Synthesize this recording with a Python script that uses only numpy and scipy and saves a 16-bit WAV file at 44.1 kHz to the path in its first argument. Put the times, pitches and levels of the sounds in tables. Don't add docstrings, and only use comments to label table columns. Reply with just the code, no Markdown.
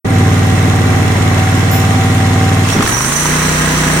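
import sys
import numpy as np
from scipy import signal
from scipy.fft import rfft, irfft, next_fast_len
from scipy.io import wavfile
from scipy.ndimage import map_coordinates

SR = 44100
rng = np.random.default_rng(int(sys.argv[2]) if len(sys.argv) > 2 else 0)


def wrap_up_sound(samples):
    columns = np.atleast_2d(samples).T
    tamed = np.clip(columns, -1, 1)
    steps = np.round(tamed * 32767).astype(np.int16)
    wavfile.write(sys.argv[1], SR, steps)


N = 176400
T = np.arange(N) / SR
THROTTLE_S, REV_S = 2.657, 0.315
FIRST_FIRING, FIRING_GAP = 0.0418, 0.375

# (time [s], four-stroke cycle rate [Hz])
CYCLE_RATE = [(0.0, 19.36), (0.4, 19.03), (0.8, 19.03), (1.3, 18.92), (1.6, 19.09), (1.9, 19.21),
              (2.6, 19.16), (2.8, 19.69), (2.9, 20.91), (3.0, 25.05), (3.1, 27.51), (3.2, 30.01),
              (3.4, 31.15), (3.7, 31.2), (4.0, 30.94)]
# (time [s], throb [dB], puffs [dB], machinery [dB], hiss [dB])
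LAYER_LEVELS = [(0.05, -18.5, -14.5, -24.0, -34), (0.15, -11, -15.5, -20.5, -27),
                (1.0, -13, -15, -19.5, -26), (1.5, -13, -16.5, -19, -25), (2.62, -12.5, -18, -20, -25),
                (2.72, -17.5, -20.5, -20.5, -19.5), (2.79, -20, -17, -20.5, -24),
                (2.86, -26.5, -15.5, -22, -21), (2.96, -20.7, -21.5, -19.5, -24),
                (3.17, -23, -23, -19.5, -20.5), (3.3, -18, -20.5, -17, -19.5),
                (3.6, -17.5, -20.5, -16.5, -19.5), (4.0, -16.5, -18.5, -16.5, -19.5)]
SLOW_HARMONICS = [-36.5, -29.5, -21.5, -14.5, 3, -0.5, -14.5, -3, -11.5, -8, -11, -27, -6, -12, -23.5, -22,
                  -31.5, -22, -16, -24, -26, -21, -34.5, -14.5]
FAST_HARMONICS = [-21, -4, -8.5, -14.5, 3, -4.5, -17, -5, -17.5, -16.5, -10, -13, -18, -17, -14, -13.5]
# (frequency [Hz], level [dB])
PUFF_SPECTRUM = [(20, -18), (130, -8), (215, -5.5), (262, 1.5), (340, -6), (700, -14.5), (1500, -47.5)]
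# (time [s], level [dB], pitch [Hz])
BARK_EVENTS = [(2.749, -7.5, 412), (2.7645, -0.5, 210), (2.7845, -3, 195), (2.796, -1.5, 240),
               (2.8155, -8, 270), (2.8475, -6, 226), (2.906, -12, 296), (3.075, -7, 240)]
KNOCK_EVENTS = [(2.7876, -9.5, 1440), (2.8065, -7, 1290), (2.8235, -5.5, 1140), (2.862, -6.5, 1380),
                (2.8744, -6.5, 1810), (2.8919, -9, 1250), (2.922, -8, 1850), (2.9667, -9, 1260),
                (3.0061, -9, 1210), (3.045, -9.5, 1230), (3.1194, -8, 1210), (3.2546, -9, 1160)]
# (frequency [Hz], level [dB])
KNOCK_SPECTRUM = [(400, -12), (900, 4), (1200, -3), (1900, -4), (2700, -3.5), (5000, -9.5), (12000, -35)]
# (frequency [Hz], level [dB])
SLOW_CASING = [(290, -58), (500, -16.5), (680, -8), (770, -6), (850, -11), (1200, -6.5), (1600, -11),
               (2100, -8.5), (3200, -32.5), (4160, -21), (7040, -120)]
FAST_CASING = [(290, -8), (500, -9), (761, -6.5), (990, -2), (1950, -2.5), (2500, -10), (3200, -11.5),
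               (4160, -35), (7040, -120)]
# (frequency [Hz], level [dB])
SLOW_AIR = [(1590, -42), (2700, 2.5), (3130, -3), (3600, -4.5), (4200, -4.5), (4750, -8), (6220, -3),
            (7400, -5), (8050, -6), (8800, -7.5), (9640, -11), (12000, -17), (16000, -19)]
FAST_AIR = [(1590, -42), (2700, -1), (2950, -8), (3980, -0.5), (4750, -7.5), (5900, 1.5), (7000, -4.5),
            (7700, 0), (8000, -4.5), (8750, -3.5), (11200, -13.5), (16000, -14.5)]
# (time [s], lower ring [dB], upper ring [dB])
RING_LEVELS = [(2.8, -45.5, -52), (2.9, -27.5, -22.5), (2.96, -22.5, -28), (3.06, -24, -21.5),
               (3.19, -38, -20), (3.5, -27, -31.5), (3.65, -41, -34)]
# (frequency [Hz], width [Hz], level [dB])
LOWER_MODES = [(5890, 41, 5), (8750, 130, -18)]
UPPER_MODES = [(6030, 31, 5.5), (6310, 85, -0.5), (8850, 190, -8)]
# (frequency [Hz], level [dB])
SIZZLE_SPECTRUM = [(4000, -35), (7000, 1.5), (9000, 2), (10800, -1), (12500, -9), (16000, -13)]
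# (time [s], level [dB], pitch [Hz])
SQUEAK_EVENTS = [(2.723, -12, 5760), (2.824, -21, 5760), (2.936, -10, 5800), (2.978, -8, 5880),
                 (3.019, -17, 5700)]
# (time [s], level [dB])
RATTLE_EVENTS = [(2.722, -22), (2.820, -18), (2.872, -15.5), (2.891, -23), (2.920, -26), (2.964, -31)]
# (time [s], level [dB])
FAN_LEVEL = [(0, -29), (1, -29.5), (1.7, -25.5), (2.62, -26), (2.72, -34)]
# (frequency [Hz], level [dB], t60 [s])
STEEL_MODES = [(5300, -9, .45), (7200, -8.5, 0.46), (9880, -9, .4), (11655, -11, .35), (12470, -2.5, .28),
               (14000, -4, 0.31), (14933, -2, .3)]
# (time [s], level [dB], pitch [Hz])
COVER_BUZZ = [(2.6, -43, 8780), (3.2, -30, 8850), (3.35, -31, 8500), (4, -29, 8600)]
# (frequency [Hz], left-right likeness [ratio])
LIKENESS = [(30, 1.1), (130, 0.47), (260, 0.76), (500, 0.53), (1000, 0.28), (2000, 0)]
# (frequency [Hz], left minus right [dB])
BALANCE = [(260, -0.5), (380, -3), (550, -3.5), (790, 3), (1140, -2.5), (1650, -2.5), (2380, 3.5),
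           (4970, -9), (7180, -3.5), (15000, 1.5)]


def exhaust(crank, throttle, throb_db, puff_db):
    uneven = crank + 0.00092 * wobble(60)
    throb = blend(pulses(uneven, SLOW_HARMONICS), pulses(uneven, FAST_HARMONICS), throttle)
    gas = noise() * strokes(crank, lag=0.02, length=0.75, second_db=5, base=0.53)
    puffs = coloured(gas, PUFF_SPECTRUM)
    return amp(throb_db + 2 + 0.14 * wobble(40)) * throb + amp(puff_db - 3.5) * puffs


def pulses(crank, harmonics, size=512):
    k = np.arange(len(harmonics)) + 1
    orders, levels_db = np.r_[0, k, k[-1] + 1, 2 * k[-1]], np.r_[-45, harmonics, -30, -70]
    gain = amp(np.interp(np.arange(size // 2 + 1), orders, levels_db))
    cepstrum = irfft(np.log(gain))
    causal = np.r_[cepstrum[0], 2 * cepstrum[1:size // 2]]
    wave = irfft(np.exp(rfft(causal, size)))
    position = (crank - FIRST_FIRING) % 1 * size
    return unit(map_coordinates(wave.mean() - wave, [position], mode="grid-wrap"))


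def strokes(crank, lag, length, second_db, base):
    cylinder = lambda at: np.exp(-((crank - FIRST_FIRING - lag - at) % 1) / length)
    return unit(base + cylinder(0) + amp(second_db) * cylinder(FIRING_GAP))


def barks():
    return rings(BARK_EVENTS, rise_s=0.0013, t60=0.059, rough=0.71)


def knocks():
    cracks = bursts(KNOCK_EVENTS, KNOCK_SPECTRUM, rise_s=0.00061, t60=0.024, gain_db=-2.5)
    return cracks + rings(KNOCK_EVENTS, rise_s=0.0012, t60=0.024, rough=0.7)


def machinery(crank, throttle, level_db):
    rush = noise() * strokes(crank, lag=0.6, length=0.41, second_db=4, base=1)
    valves = clatter(crank, t60=0.027, scatter_db=1.5, jitter_s=0.00007)
    drive = shroud(valves + amp(1) * rush, t60=0.19, wet_db=-4.5)
    roar = drive + amp(-3.5) * noise()
    return amp(level_db) * blend(coloured(drive, SLOW_CASING), coloured(roar, FAST_CASING), throttle)


def clatter(crank, t60, scatter_db, jitter_s, count=12):
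    out, t = np.zeros((2, N)), np.arange(SR // 16) / SR
    cycles = np.arange(int(crank[-1]) + 1)
    for angle in (np.arange(count) + rng.uniform(0, 1, count)) / count:
        late, size = rng.standard_normal((128, 2))[:len(cycles)].T
        strike_s = np.interp(cycles + angle, crank, T, right=T[-1] + 1) + jitter_s * late
        force = amp(scatter_db * np.clip(size + rng.normal(), -2, 2))
        blows = np.bincount(np.abs(strike_s * SR).astype(int), force, N)[:N]
        ring = rng.standard_normal((2, len(t))) * amp(-60 * t / t60)
        out += signal.oaconvolve(blows[None], ring, axes=1)[:, :N]
    return unit(out)


def shroud(pair, t60, wet_db):
    t = np.arange(SR // 4) / SR
    tail = rng.standard_normal((2, len(t))) * amp(-60 * t / t60)
    return unit(pair + amp(wet_db) * unit(signal.oaconvolve(pair, tail, axes=1)[:, :N]))


def hiss(crank, throttle, level_db):
    ticks = clatter(crank, t60=0.0036, scatter_db=13.5, jitter_s=0.0002)
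    slow = coloured(shroud(noise() + amp(-7) * ticks, t60=0.053, wet_db=-2.5), SLOW_AIR)
    gulps = noise() * strokes(crank, lag=0, length=1, second_db=-7, base=0.93)
    fast = coloured(shroud(gulps + amp(-12) * ticks, t60=0.089, wet_db=-7.5), FAST_AIR)
    return blend(amp(level_db + 0.02) * slow, amp(level_db - 0.5) * fast, throttle)


def ringing(crank):
    out = np.zeros((2, N))
    spurts = strokes(crank, lag=0.85, length=0.49, second_db=3, base=0.19)
    for level_db, modes in zip(curves(RING_LEVELS), (LOWER_MODES, UPPER_MODES)):
        shake = noise() * strokes(crank, lag=0.065, length=0.43, second_db=-1, base=0.25)
        ring = spurts * unit(filtered(noise(), lambda hz: metal(modes, hz)))
        sizzle = amp(-4) * coloured(shake, SIZZLE_SPECTRUM)
        out += amp(level_db) * (ring * amp([[-3], [1.5]]) + sizzle)
    return out


def metal(modes, hz):
    peaks = sum(amp(db) * 1j * hz * width / (centre ** 2 - hz ** 2 + 1j * hz * width)
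                for centre, width, db in modes)
    return peaks * np.clip(hz / 5000, 0, 1) ** 4


def squeaks():
    return rings(SQUEAK_EVENTS, rise_s=0.0053, t60=0.11, rough=0.73)


def rattles():
    return bursts(RATTLE_EVENTS, SIZZLE_SPECTRUM, rise_s=0.0028, t60=0.1, gain_db=1)


def whine(crank, order=40):
    level_db, = curves(FAN_LEVEL)
    swell = strokes(crank, lag=0.033, length=0.36, second_db=-4, base=1)
    envelope = amp(level_db + 1.5 * wobble(11.9)) * swell
    return envelope * np.sqrt(2) * np.sin(2 * np.pi * order * crank + 0.5 * wobble(24.66))


def chink(jolt_s=1.705, buzz_db=-56):
    out = np.zeros((2, N))
    for hz, db, t60 in STEEL_MODES:
        jolt = surge(jolt_s, db - 13.5, rise_s=0.028, t60=t60)
        phase = 2 * np.pi * hz * T
        for side in out:
            side += jolt * np.sin(phase + 1.35 * wobble(450))
            side += amp(db + buzz_db + 3 * wobble(30)) * np.sin(phase + 0.57 * wobble(24.5))
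    return out


def chatter():
    level_db, pitch_hz = curves(COVER_BUZZ)
    flutter = filtered(noise(), lambda hz: 1 / (1 + (hz / 130) ** 2))
    buzz = unit(flutter * np.sin(2 * np.pi * np.cumsum(pitch_hz) / SR))
    return amp(level_db + 3.4 * wobble(21.6)) * buzz


def rings(events, rise_s, t60, rough):
    drift = rough * wobble(400)
    return sum(surge(s, db, rise_s, t60) * np.sin(2 * np.pi * hz * (T - s) + drift)
               for s, db, hz in events)


def bursts(events, spectrum, rise_s, t60, gain_db):
    envelope = sum(surge(s, db, rise_s, t60) for s, db, *_ in events)
    return amp(gain_db) * envelope * coloured(noise(), spectrum)


def surge(start_s, db, rise_s, t60):
    age = np.maximum(T - start_s, 0)
    return amp(db - 60 * age / t60) * (1 - np.exp(-age / rise_s))


def blend(slow, fast, throttle):
    return np.sqrt(1 - throttle) * slow + np.sqrt(throttle) * fast


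def coloured(pair, spectrum):
    def response(hz):
        turn = np.arccos(np.clip(along(LIKENESS, hz), 0, 1)) / 2
        return amp(along(spectrum, hz)) * [np.cos(turn), np.sin(turn)]
    mid, side = filtered(pair, response)
    return unit(np.array([mid + side, mid - side]))


def filtered(x, response):
    size = next_fast_len(N + SR // 2)
    return irfft(rfft(x, size) * response(np.fft.rfftfreq(size, 1 / SR)), size)[..., :N]


def noise():
    return rng.standard_normal((2, N))


def wobble(rate):
    return map_coordinates(rng.standard_normal(N // 40), [T * rate], mode="wrap")


def curves(rows):
    times, *columns = np.transpose(rows)
    return [np.interp(T, times, column) for column in columns]


def along(points, hz):
    freqs, values = np.transpose(points)
    return np.interp(np.log(hz + 1), np.log(freqs + 1), values)


def amp(db):
    return 10 ** (np.asarray(db) / 20)


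def unit(x):
    return x / np.sqrt(np.mean(x ** 2) + 1e-20)


def scene():
    cycle_hz, = curves(CYCLE_RATE)
    crank = np.cumsum(cycle_hz) / SR
    throttle = np.clip((T - THROTTLE_S) / REV_S, 0, 1)
    throb_db, puff_db, body_db, hiss_db = curves(LAYER_LEVELS)
    engine = exhaust(crank, throttle, throb_db, puff_db) + whine(crank)
    engine += machinery(crank, throttle, body_db) + hiss(crank, throttle, hiss_db)
    engine += ringing(crank) + chatter() + chink()
    engine += knocks() + barks() + squeaks() + rattles()
    sides = lambda hz: amp(np.outer([0.5, -0.5], along(BALANCE, hz)))
    return filtered(engine, lambda hz: sides(hz) / np.sqrt(np.mean(sides(hz) ** 2, axis=0)))


def record(dry):
    start_s, fade_s, top_hz = 0.045, 0.0051, 15900
    opened = dry * np.clip((T - start_s) / fade_s, 0, 1)
    rounded = opened / (1 + np.abs(opened) ** 8) ** (1 / 8)
    return filtered(rounded, lambda hz: hz < top_hz)


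dry = scene()
out = record(dry)
wrap_up_sound(out)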